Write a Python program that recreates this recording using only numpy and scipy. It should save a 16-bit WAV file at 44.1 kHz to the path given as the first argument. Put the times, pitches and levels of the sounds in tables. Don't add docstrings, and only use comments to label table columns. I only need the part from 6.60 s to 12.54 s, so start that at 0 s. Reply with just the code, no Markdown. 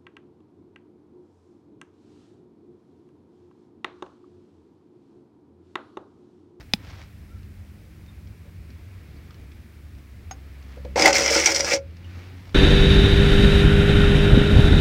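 import sys
import numpy as np
from scipy import signal
from scipy.fft import rfft, irfft, next_fast_len
from scipy.io import wavfile
from scipy.ndimage import uniform_filter1d, map_coordinates

SR = 44100
rng = np.random.default_rng(int(sys.argv[2]) if len(sys.argv) > 2 else 0)


def transcribe(u):
    v = np.clip(np.atleast_2d(u).T, -1, 1)
    q = np.round(v * 32767).astype(np.int16)
    wavfile.write(sys.argv[1], SR, q)


def invert_db(level):
    return 10 ** (np.asarray(level, dtype=float) / 20)


N = 262130


def unit(x):
    return x / np.sqrt(np.mean(x ** 2) + 1e-20)


def along(points, hz):
    f, v = np.transpose(points)
    return np.interp(np.log(hz + 1), np.log(f + 1), v)


def curves(rows, off=None):
    s, *cols = np.transpose(rows)
    return [np.interp(np.arange(N) / SR, s, c, off, off) for c in cols]


def wobble(rate):
    knots = rng.standard_normal(int(N * rate / SR) + 4)
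    coarse = np.arange(0, N + 64, 64)
    return np.interp(np.arange(N), coarse, map_coordinates(knots, [coarse * rate / SR]))


def filtered(x, response):
    m = next_fast_len(N + SR // 2)
    return irfft(rfft(x, m) * response(np.fft.rfftfreq(m, 1 / SR)), m)[:N]


def coloured(x, spectrum):
    return filtered(x, lambda hz: invert_db(along(spectrum, hz)))


def causal(x, spectrum):
    c = irfft(np.log(invert_db(along(spectrum, np.fft.rfftfreq(4096, 1 / SR))) + 1e-6))
    c[1:2048] *= 2
    c[2049:] = 0
    return signal.fftconvolve(x, irfft(np.exp(rfft(c))))[:N]


def resonant(x, modes, rocking_db, rate):
    m = next_fast_len(N)
    f, spec = np.fft.rfftfreq(m, 1 / SR), rfft(x, m)
    bank = [invert_db(db) * 1j * f * w / (c * c - f * f + 1j * f * w) for c, w, db in modes]
    y = sum(invert_db(rocking_db * wobble(rate)) * irfft(spec * h, m)[:N] for h in bank)
    return y / np.sqrt(np.mean(np.sum(np.abs(bank) ** 2, axis=0)))


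def rush(spectrum, patchy_db):
    z = signal.stft(rng.standard_normal(N + 512), nperseg=512)[2]
    field = uniform_filter1d(uniform_filter1d(rng.standard_normal(z.shape), 6, 0), 14, 1)
    patchy = signal.istft(z * invert_db(patchy_db * unit(field)), nperseg=512)[1][:N]
    return unit(coloured(patchy, spectrum))


def burst(s, t60, attack):
    env, t = np.zeros(N + SR), np.arange(SR // 4) / SR
    env[round(s * SR):][:len(t)] = invert_db(-60 * t / t60) * (1 - np.exp(-t / attack))
    return env[:N]


def ring(s, modes, attack=0.0006):
    out, t = np.zeros(N + SR), np.arange(SR // 4) / SR
    tones = sum(invert_db(db - 60 * t / t60) * np.sin(2 * np.pi * hz * t) for hz, db, t60 in modes)
    out[round(s * SR):][:len(t)] = (1 - np.exp(-t / attack)) * tones
    return out[:N]


def chatter(rate, spread_db, t60):
    starts = (rng.random(N) < rate / SR) * invert_db(spread_db * rng.exponential(1, N).clip(0, 3))
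    puffs = signal.lfilter([1], [1, -invert_db(-60 / (t60 * SR))], starts)
    return unit(puffs * rng.standard_normal(N))


# (frequency [Hz], decay time t60 [s])
UNDERBODY_DECAY = [(200, 0.18), (2000, 0.11), (10000, .07)]


def underbody(x):
    hz, t, z = signal.stft(rng.standard_normal(SR // 4), SR, nperseg=256)
    decay = invert_db(-60 * t / along(UNDERBODY_DECAY, hz)[:, None])
    tail = signal.istft(z * decay, SR, nperseg=256)[1]
    return signal.fftconvolve(np.pad(x, (150, 0)), tail / np.linalg.norm(tail))[:N]


# (frequency [Hz], spectral level [dB per Hz])
HISS_SPECTRUM = [(2940, -48), (5000, -3.5), (6410, -7.5), (8540, -7.5), (15100, -7), (16000, -4)]
DUCK_DB, DUCK_FROM_S, DUCK_HOLD_S, RECOVER_S = 6, 4.36, 0.92, 0.3


def preamp_hiss():
    since = np.arange(N) / SR - DUCK_FROM_S
    ducked = (since > 0) * np.clip(1 - (since - DUCK_HOLD_S) / RECOVER_S, 0, 1)
    return invert_db(-65.0 - DUCK_DB * ducked) * unit(coloured(rng.standard_normal(N), HISS_SPECTRUM))


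def engine(rows, orders, unsteady_db):
    hz, = curves(np.array(rows)[:, :2])
    db, = curves(np.array(rows)[:, ::2], off=-120)
    turn = 2 * np.pi * np.cumsum(hz * (1 + 0.0059 * wobble(8))) / SR
    tones = sum(invert_db(g + unsteady_db * wobble(3.043)) * np.sin(k * turn) for k, g in orders)
    return invert_db(db - 0.5) * tones


# (frequency [Hz], spectral level [dB per Hz])
RUMBLE_SPECTRUM = [(4.7, -61.5), (8.0, -30.5), (22, -31.5), (40, -10.5), (75, -0.5), (93, -1), (114, -9.5),
                   (182, -26), (200, -18), (260, -45.5), (440, -120)]
ROAD_SPECTRUM = [(76, -31), (130, -1), (215, -6), (242, -3.5), (313, -6), (1000, -26.5), (1300, -44.5),
                 (2200, -120)]
TREAD_SPECTRUM = [(410, -41), (700, -5.5), (931, -5), (1330, -2.5), (1460, -2.5), (2280, 0), (2980, -7.5),
                  (4520, -10.5), (8000, -26.5), (10400, -44.5), (17600, -120)]
# (time [s], half width [s], swell [dB])
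VEHICLE_PASSES = [
    (.3, 0.16, 7),
    (2.5, 0.49, 3),
    (4.2, 0.65, 4),
    (5.63, 0.25, 9),
]
# (time [s], firing frequency [Hz], level [dB])
TRUCK_RUN = [
    (0, 95.3, -58.5),
    (1, 102.3, -52.5),
    (2, 107, -54.5),
    (3, 111.1, -54),
    (3.5, 110.6, -63.5),
]
CAR_RUN = [(2.8, 66.1, -44.5), (3.15, 74.2, -48), (3.39, 68.6, -45.5), (4.0, 67.2, -44), (4.3, 66.8, -34),
           (4.56, 65.65, -42), (4.72, 67, -37.5), (5.19, 77.8, -47), (5.46, 89.2, -41), (5.94, 90.3, -41)]
# (multiple of firing frequency, level [dB])
TRUCK_HARMONICS = [(1.55, -0.5), (2, -3.5), (3, -10)]
CAR_HARMONICS = [(1, 4), (2, -11), (3, -15.5), (4, -19)]
RUMBLE_DB, ROAD_DB, TYRE_DB = -44, -55.5, -62
ROAD_SWELL = 0.61


def traffic():
    t = np.arange(N) / SR
    swell_db = sum(db * np.exp(-((t - s) / width) ** 2) for s, width, db in VEHICLE_PASSES)
    far = invert_db(RUMBLE_DB + 1.7 * wobble(3.01)) * rush(RUMBLE_SPECTRUM, patchy_db=1.5)
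    far += invert_db(ROAD_DB + ROAD_SWELL * swell_db) * rush(ROAD_SPECTRUM, patchy_db=1.5)
    far += invert_db(TYRE_DB + swell_db) * rush(TREAD_SPECTRUM, patchy_db=0.6)
    far += engine(TRUCK_RUN, TRUCK_HARMONICS, unsteady_db=2.5)
    return far + engine(CAR_RUN, CAR_HARMONICS, unsteady_db=2.0)


# (frequency [Hz], spectral level [dB per Hz])
CLOTH_SPECTRUM = [(240, -41.5), (400, -8), (474, 0.5), (1150, -3), (2010, -4.5), (5700, -11.5), (9000, -31),
                  (11700, -58.5), (19800, -120)]
# (start [s], length [s], level [dB])
ARM_MOVES = [
    (-.1, 0.16, -47.5),
    (.16, .3, -51),
    (.36, .12, -54),
    (3.907, 0.41, -59),
    (5.38, 0.39, -56),
    (5.697, 0.37, -57.5),
]


def sleeve():
    t = np.arange(N) / SR
    sweep = sum(invert_db(db) * np.sin(np.pi * np.clip((t - s) / length, 0, 1)) ** 2 for s, length, db in ARM_MOVES)
    return sweep * unit(coloured(chatter(1496, spread_db=-5.0, t60=0.011), CLOTH_SPECTRUM))


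# (time [s], length [s], frequency [Hz], width [Hz], level [dB])
RUBS = [
    (.68, 0.13, 1360, 100, -63.5),
    (1.47, 0.04, 3660, 111.1, -64),
    (1.83, 0.067, 556, 160, -60.5),
    (2.56, .025, 4600, 300, -62),
    (2.693, .03, 1410, 400, -55.5),
    (2.828, 0.024, 600, 150, -55),
    (3.623, 0.038, 1350, 120, -61),
    (5.427, 0.048, 2898, 200, -56),
]


def squeaks():
    t, out = np.arange(N) / SR, np.zeros(N)
    for s, length, hz, width, db in RUBS:
        band = unit(coloured(rng.standard_normal(N), [(hz - 3 * width, -60), (hz, 0), (hz + 3 * width, -60)]))
        out += invert_db(db) * np.sin(np.pi * np.clip((t - s) / length, 0, 1)) * band
    return out


# (time [s], peak level [dB], pitch [Hz])
SMALL_TICKS = [(0.424, -44.5, 1900), (0.7864, -53, 1900), (0.83, -44.5, 3630), (1.462, -47, 3670),
               (1.4894, -65, 3700), (1.6723, -44, 3280), (2.1031, -45, 4240), (2.51, -50, 4000),
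               (2.5648, -53, 4580), (2.707, -42, 1300), (2.7433, -44, 4260), (2.918, -42, 2040),
               (3.3494, -49, 4860), (3.3852, -47, 4030), (3.6314, -53, 2733), (4.0255, -43.5, 2650),
               (5.3076, -52.5, 2845), (5.368, -40, 2890), (5.445, -47, 2930), (5.6954, -53, 2610),
               (5.7804, -47, 2050), (5.8928, -41, 4900)]
# (frequency [Hz], level [dB])
TICK_CRACK = [(300, -20), (1200, -4), (3000, 0), (5800, -3), (7000, -20), (15000, -35)]
TICK_T60_S = 0.018


def ticks():
    grit = unit(coloured(rng.standard_normal(N), TICK_CRACK))
    out = np.zeros(N)
    for s, db, hz in SMALL_TICKS:
        out += invert_db(db - 11) * ring(s, [(hz, 0, TICK_T60_S)])
        out += invert_db(db - 3) * burst(s, 0.0173, 0.00079) * grit
    return out


# (frequency [Hz], level [dB], decay time t60 [s])
LATCH_MODES = [(830, -10.5, 0.016), (2509, 1, 0.0096), (2123, -9, 0.007), (3013, 0, 0.0072),
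               (3530, 5, 0.0077), (3840, 0.5, 0.0069), (4980, 0.5, 0.011), (5500, -4, 0.006),
               (8640, -19, 0.0079)]
HOUSING_MODES = [(200, 0.5, 0.0406)]
# (frequency [Hz], level [dB])
LATCH_CRACK = [(500, -3.5), (1500, -8), (3000, -1.5), (5500, -10), (8000, -19), (15000, -32)]
CLICK_S = 0.1361


def click():
    crack = burst(CLICK_S, 0.011, 0.0002) * unit(coloured(rng.standard_normal(N), LATCH_CRACK))
    rattle = burst(CLICK_S, 0.06, 0.0003) * rng.standard_normal(N)
    latch = ring(CLICK_S, LATCH_MODES, attack=0.00025)
    thump = ring(CLICK_S + 0.0024, HOUSING_MODES, attack=0.0006)
    return invert_db(-17) * crack + invert_db(-36) * rattle + invert_db(-6.0) * latch + invert_db(-14) * thump


# (frequency [Hz], level [dB], decay time t60 [s])
JAR_MODES = [(780, 1.5, 0.042), (850, -7, 0.025), (1350, -14, 0.041), (4960, -14, .05), (5350, -14, 0.058),
             (6480, -6, .025), (6500, -4, 0.045)]
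# (frequency [Hz], level [dB])
PLUG_CRACK = [(500, -32), (1000, 0.5), (2300, 3.5), (3500, -4), (5200, -6.5), (6500, -7.5), (8000, -19),
              (16000, -20)]


def jar():
    crack = burst(3.7097, 0.029, 0.0021) * unit(coloured(rng.standard_normal(N), PLUG_CRACK))
    return invert_db(-30.5) * ring(3.7112, JAR_MODES, attack=0.00074) + invert_db(-31.0) * crack


# (time [s], level [dB], tick re knock [dB])
HAND_KNOCKS = [
    (4.171, -37.5, -24),
    (4.249, -30, -9),
    (4.3586, -14.5, -15),
]
# (frequency [Hz], level [dB], decay time t60 [s])
HELD_MODES = [(321.6, -8, 0.048), (466, -2.5, 0.062), (506, 2, 0.087), (566, -3.5, 0.15),
              (680, -1.5, 0.037), (810, -10.5, 0.068), (945, -11, 0.044)]


def knocks():
    grit = unit(coloured(rng.standard_normal(N), CLOTH_SPECTRUM))
    out = np.zeros(N)
    for s, db, tick_db in HAND_KNOCKS:
        tick = invert_db(tick_db) * burst(s, 0.023, 0.00087) * grit
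        out += invert_db(db) * (ring(s, HELD_MODES, attack=0.0024) + tick)
    return out


# (start [s], fastest [s], end [s], rim scrape level [dB], weight on the bottom [dB])
PAIL_SHOVES = [
    (4.359, 4.395, 4.415, -22, 1),
    (4.409, 4.466, 4.512, -17, 1),
    (4.526, 4.555, 4.68, -19, -1.5),
    (4.627, 4.765, 4.87, -19, -4.5),
    (4.842, 4.863, 4.94, -16.5, -10),
    (4.93, 4.958, 4.997, -19.5, -12.5),
    (4.995, 5, 5.025, -24, -6),
    (5.017, 5.134, 5.165, -23, -3),
]
SLACK_DB = [10.35, 9.7, 6, 5.8]
WEIGHT_RESPONSE = [0.041, 0.71, 1, .4]
PART_OFFSET_DB = [0, 0.5, 0.5, -15]
BITE_DB_PER_S, STOP_DB_PER_S = 6999, [1200, 900, 600, 1300]
HANDLE_LOOSE_DB, HANDLE_GRIPPED_S = 13.5, 4.52


def shoving():
    t = np.arange(N) / SR
    slack_db, response, offset_db, stop = [
        np.array(v)[:, None] for v in (SLACK_DB, WEIGHT_RESPONSE, PART_OFFSET_DB, STOP_DB_PER_S)]
    levels_db = np.full((4, N), -120.)
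    span = slice(round((PAIL_SHOVES[0][0] - 0.05) * SR), round((PAIL_SHOVES[-1][2] + 0.2) * SR))
    u = t[span]
    for start, fastest, end, db, weight_db in PAIL_SHOVES:
        slack = np.interp(u, [start, fastest, end], [1, 0, 1])
        now = db + offset_db + response * weight_db - slack_db * slack
        now -= BITE_DB_PER_S * (start - u).clip(0) + stop * (u - end).clip(0)
        levels_db[:, span] = np.maximum(levels_db[:, span], now)
    levels_db[3] += HANDLE_LOOSE_DB * (t < HANDLE_GRIPPED_S)
    return levels_db


# (time [s], peak level [dB], boom re peak [dB])
GRIT_CATCHES = [(4.3587, -24, 7), (4.396, -10, 5.5), (4.4104, -11, -5.5), (4.4218, -6.5, -2.5),
                (4.458, -2.5, -4), (4.4777, -2.5, -4), (4.4937, -16, -1), (4.5291, -7.5, -19.5),
                (4.5415, -12.5, -16), (4.5545, -13.5, -4.5), (4.5827, -7, -12), (4.6234, -18, -11),
                (4.6603, -9, -4), (4.6782, -11, -19), (4.7242, -12, -11.5), (4.7451, -8, -17),
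                (4.763, -10.5, -3), (4.799, -9, -23), (4.859, 0, -24), (4.8709, -10, -16),
                (4.9005, -15, -9.5), (4.9192, -11, -6), (4.947, -14.5, -22), (4.9613, -9, -11),
                (4.994, -14.5, -15), (5.006, -10, -5), (5.0454, -15, -8.5), (5.0825, -18.5, -0.5),
                (5.117, -13.5, 6), (5.1357, -10, -4)]
# (frequency [Hz], width [Hz], level [dB])
RIM_MODES = [(3430, 100, -11.5), (3840, 120, -13.5), (4470, 150, -4.5), (4630, 120, -4), (5110, 240, 6.5),
             (5400, 110, -1), (5340, 89, -1), (5740, 150, 6), (6380, 89, -9.5), (6600, 200, -27.5),
             (7170, 200, -9.5), (7760, 200, -18.5)]
WALL_MODES = [(1077, 60, -41.5), (1386, 16, -8.5), (1483, 82, -1), (1679, 52, -1), (2025, 130, -0.5),
              (2148, 130, 5.5), (2283, 29, 3.5), (2605, 40, -6), (2930, 140, -17.5)]
DRUM_MODES = [(269, 30, -22), (325, 22, -4), (390, 29, -8), (462, 20, -2), (497, 14, -3), (525, 14, -14),
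              (551, 13, 7)]
HANDLE_MODES = [(707, 12, -11.5), (793, 26, 1.5), (853, 28, 0), (959, 36, -13.5)]
# (frequency [Hz], spectral level [dB per Hz])
SCRATCH_SPECTRUM = [(120, -51), (200, -17.5), (420, -5.5), (1180, -16), (1600, -8.5), (2150, -9.5),
                    (3660, -17.5), (5680, -3), (8000, -17), (10500, -28), (13500, -29), (15800, -31.5)]
# (frequency [Hz], level [dB])
RADIATION = [(100, -2.5), (250, 1.5), (6800, -3), (9000, -8), (12000, -21), (16000, -30)]
GRIT_T60_S, GRIT_WALL_DB, GRIT_WEIGHT_RESPONSE = 0.023, -3.5, 0.9
GRIT_SNAP_DB, GRIT_SNAP_T60_S = -7.5, 0.0067


def pail():
    levels_db = shoving()
    sand = [chatter(600, spread_db=3.5, t60=0.012), chatter(700, spread_db=-1.0, t60=0.016),
            chatter(300, spread_db=4, t60=0.015), chatter(310, spread_db=1.5, t60=0.018)]
    catches = np.zeros((4, N))
    for s, db, boom_db in GRIT_CATCHES:
        weight_db = [row[4] for row in PAIL_SHOVES if row[0] < s + 0.005][-1]
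        wall_db = GRIT_WALL_DB + GRIT_WEIGHT_RESPONSE * weight_db
        parts_db = np.array([[0], [wall_db], [boom_db], [boom_db - 13]])
        catches += invert_db(db - 5.5 + parts_db) * burst(s, GRIT_T60_S, 0.00037)
        catches[0] += invert_db(GRIT_SNAP_DB + db) * burst(s, GRIT_SNAP_T60_S, 0.0002)
    rim, wall, drum, handle = invert_db(levels_db - 3.5) * sand + catches * rng.standard_normal((4, N))
    dust = invert_db(levels_db[0] + 1.0) * chatter(1800, spread_db=2.0, t60=0.01)
    dust += invert_db(-8) * catches[0] * rng.standard_normal(N)
    scratch = causal(dust, SCRATCH_SPECTRUM)
    scratch *= invert_db(-4.5) * np.std(rim) / np.std(scratch)
    body = resonant(rim, RIM_MODES, rocking_db=2.5, rate=14)
    body += resonant(wall, WALL_MODES, rocking_db=4.5, rate=18)
    body += resonant(drum, DRUM_MODES, rocking_db=1.8, rate=10)
    body += resonant(handle, HANDLE_MODES, rocking_db=1.0, rate=8.3)
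    return causal(body, RADIATION) + scratch


def scene():
    yard = traffic() + sleeve()
    near = squeaks() + ticks() + jar() + knocks() + pail()
    snap = click()
    echoes = invert_db(-10) * underbody(near) + invert_db(-29) * underbody(snap)
    return (yard + near + snap + echoes)[None]


def band_limit(x):
    return signal.sosfilt(signal.butter(12, 16500, fs=SR, output="sos"), x)


def record(dry):
    x = dry[0] + preamp_hiss()
    x = x / (1 + abs(x / 0.8) ** 4) ** (1 / 4)
    mix = filtered(x, lambda hz: hz < 15830)[None]
    return band_limit(mix)


dry = scene()
out = record(dry)
transcribe(out)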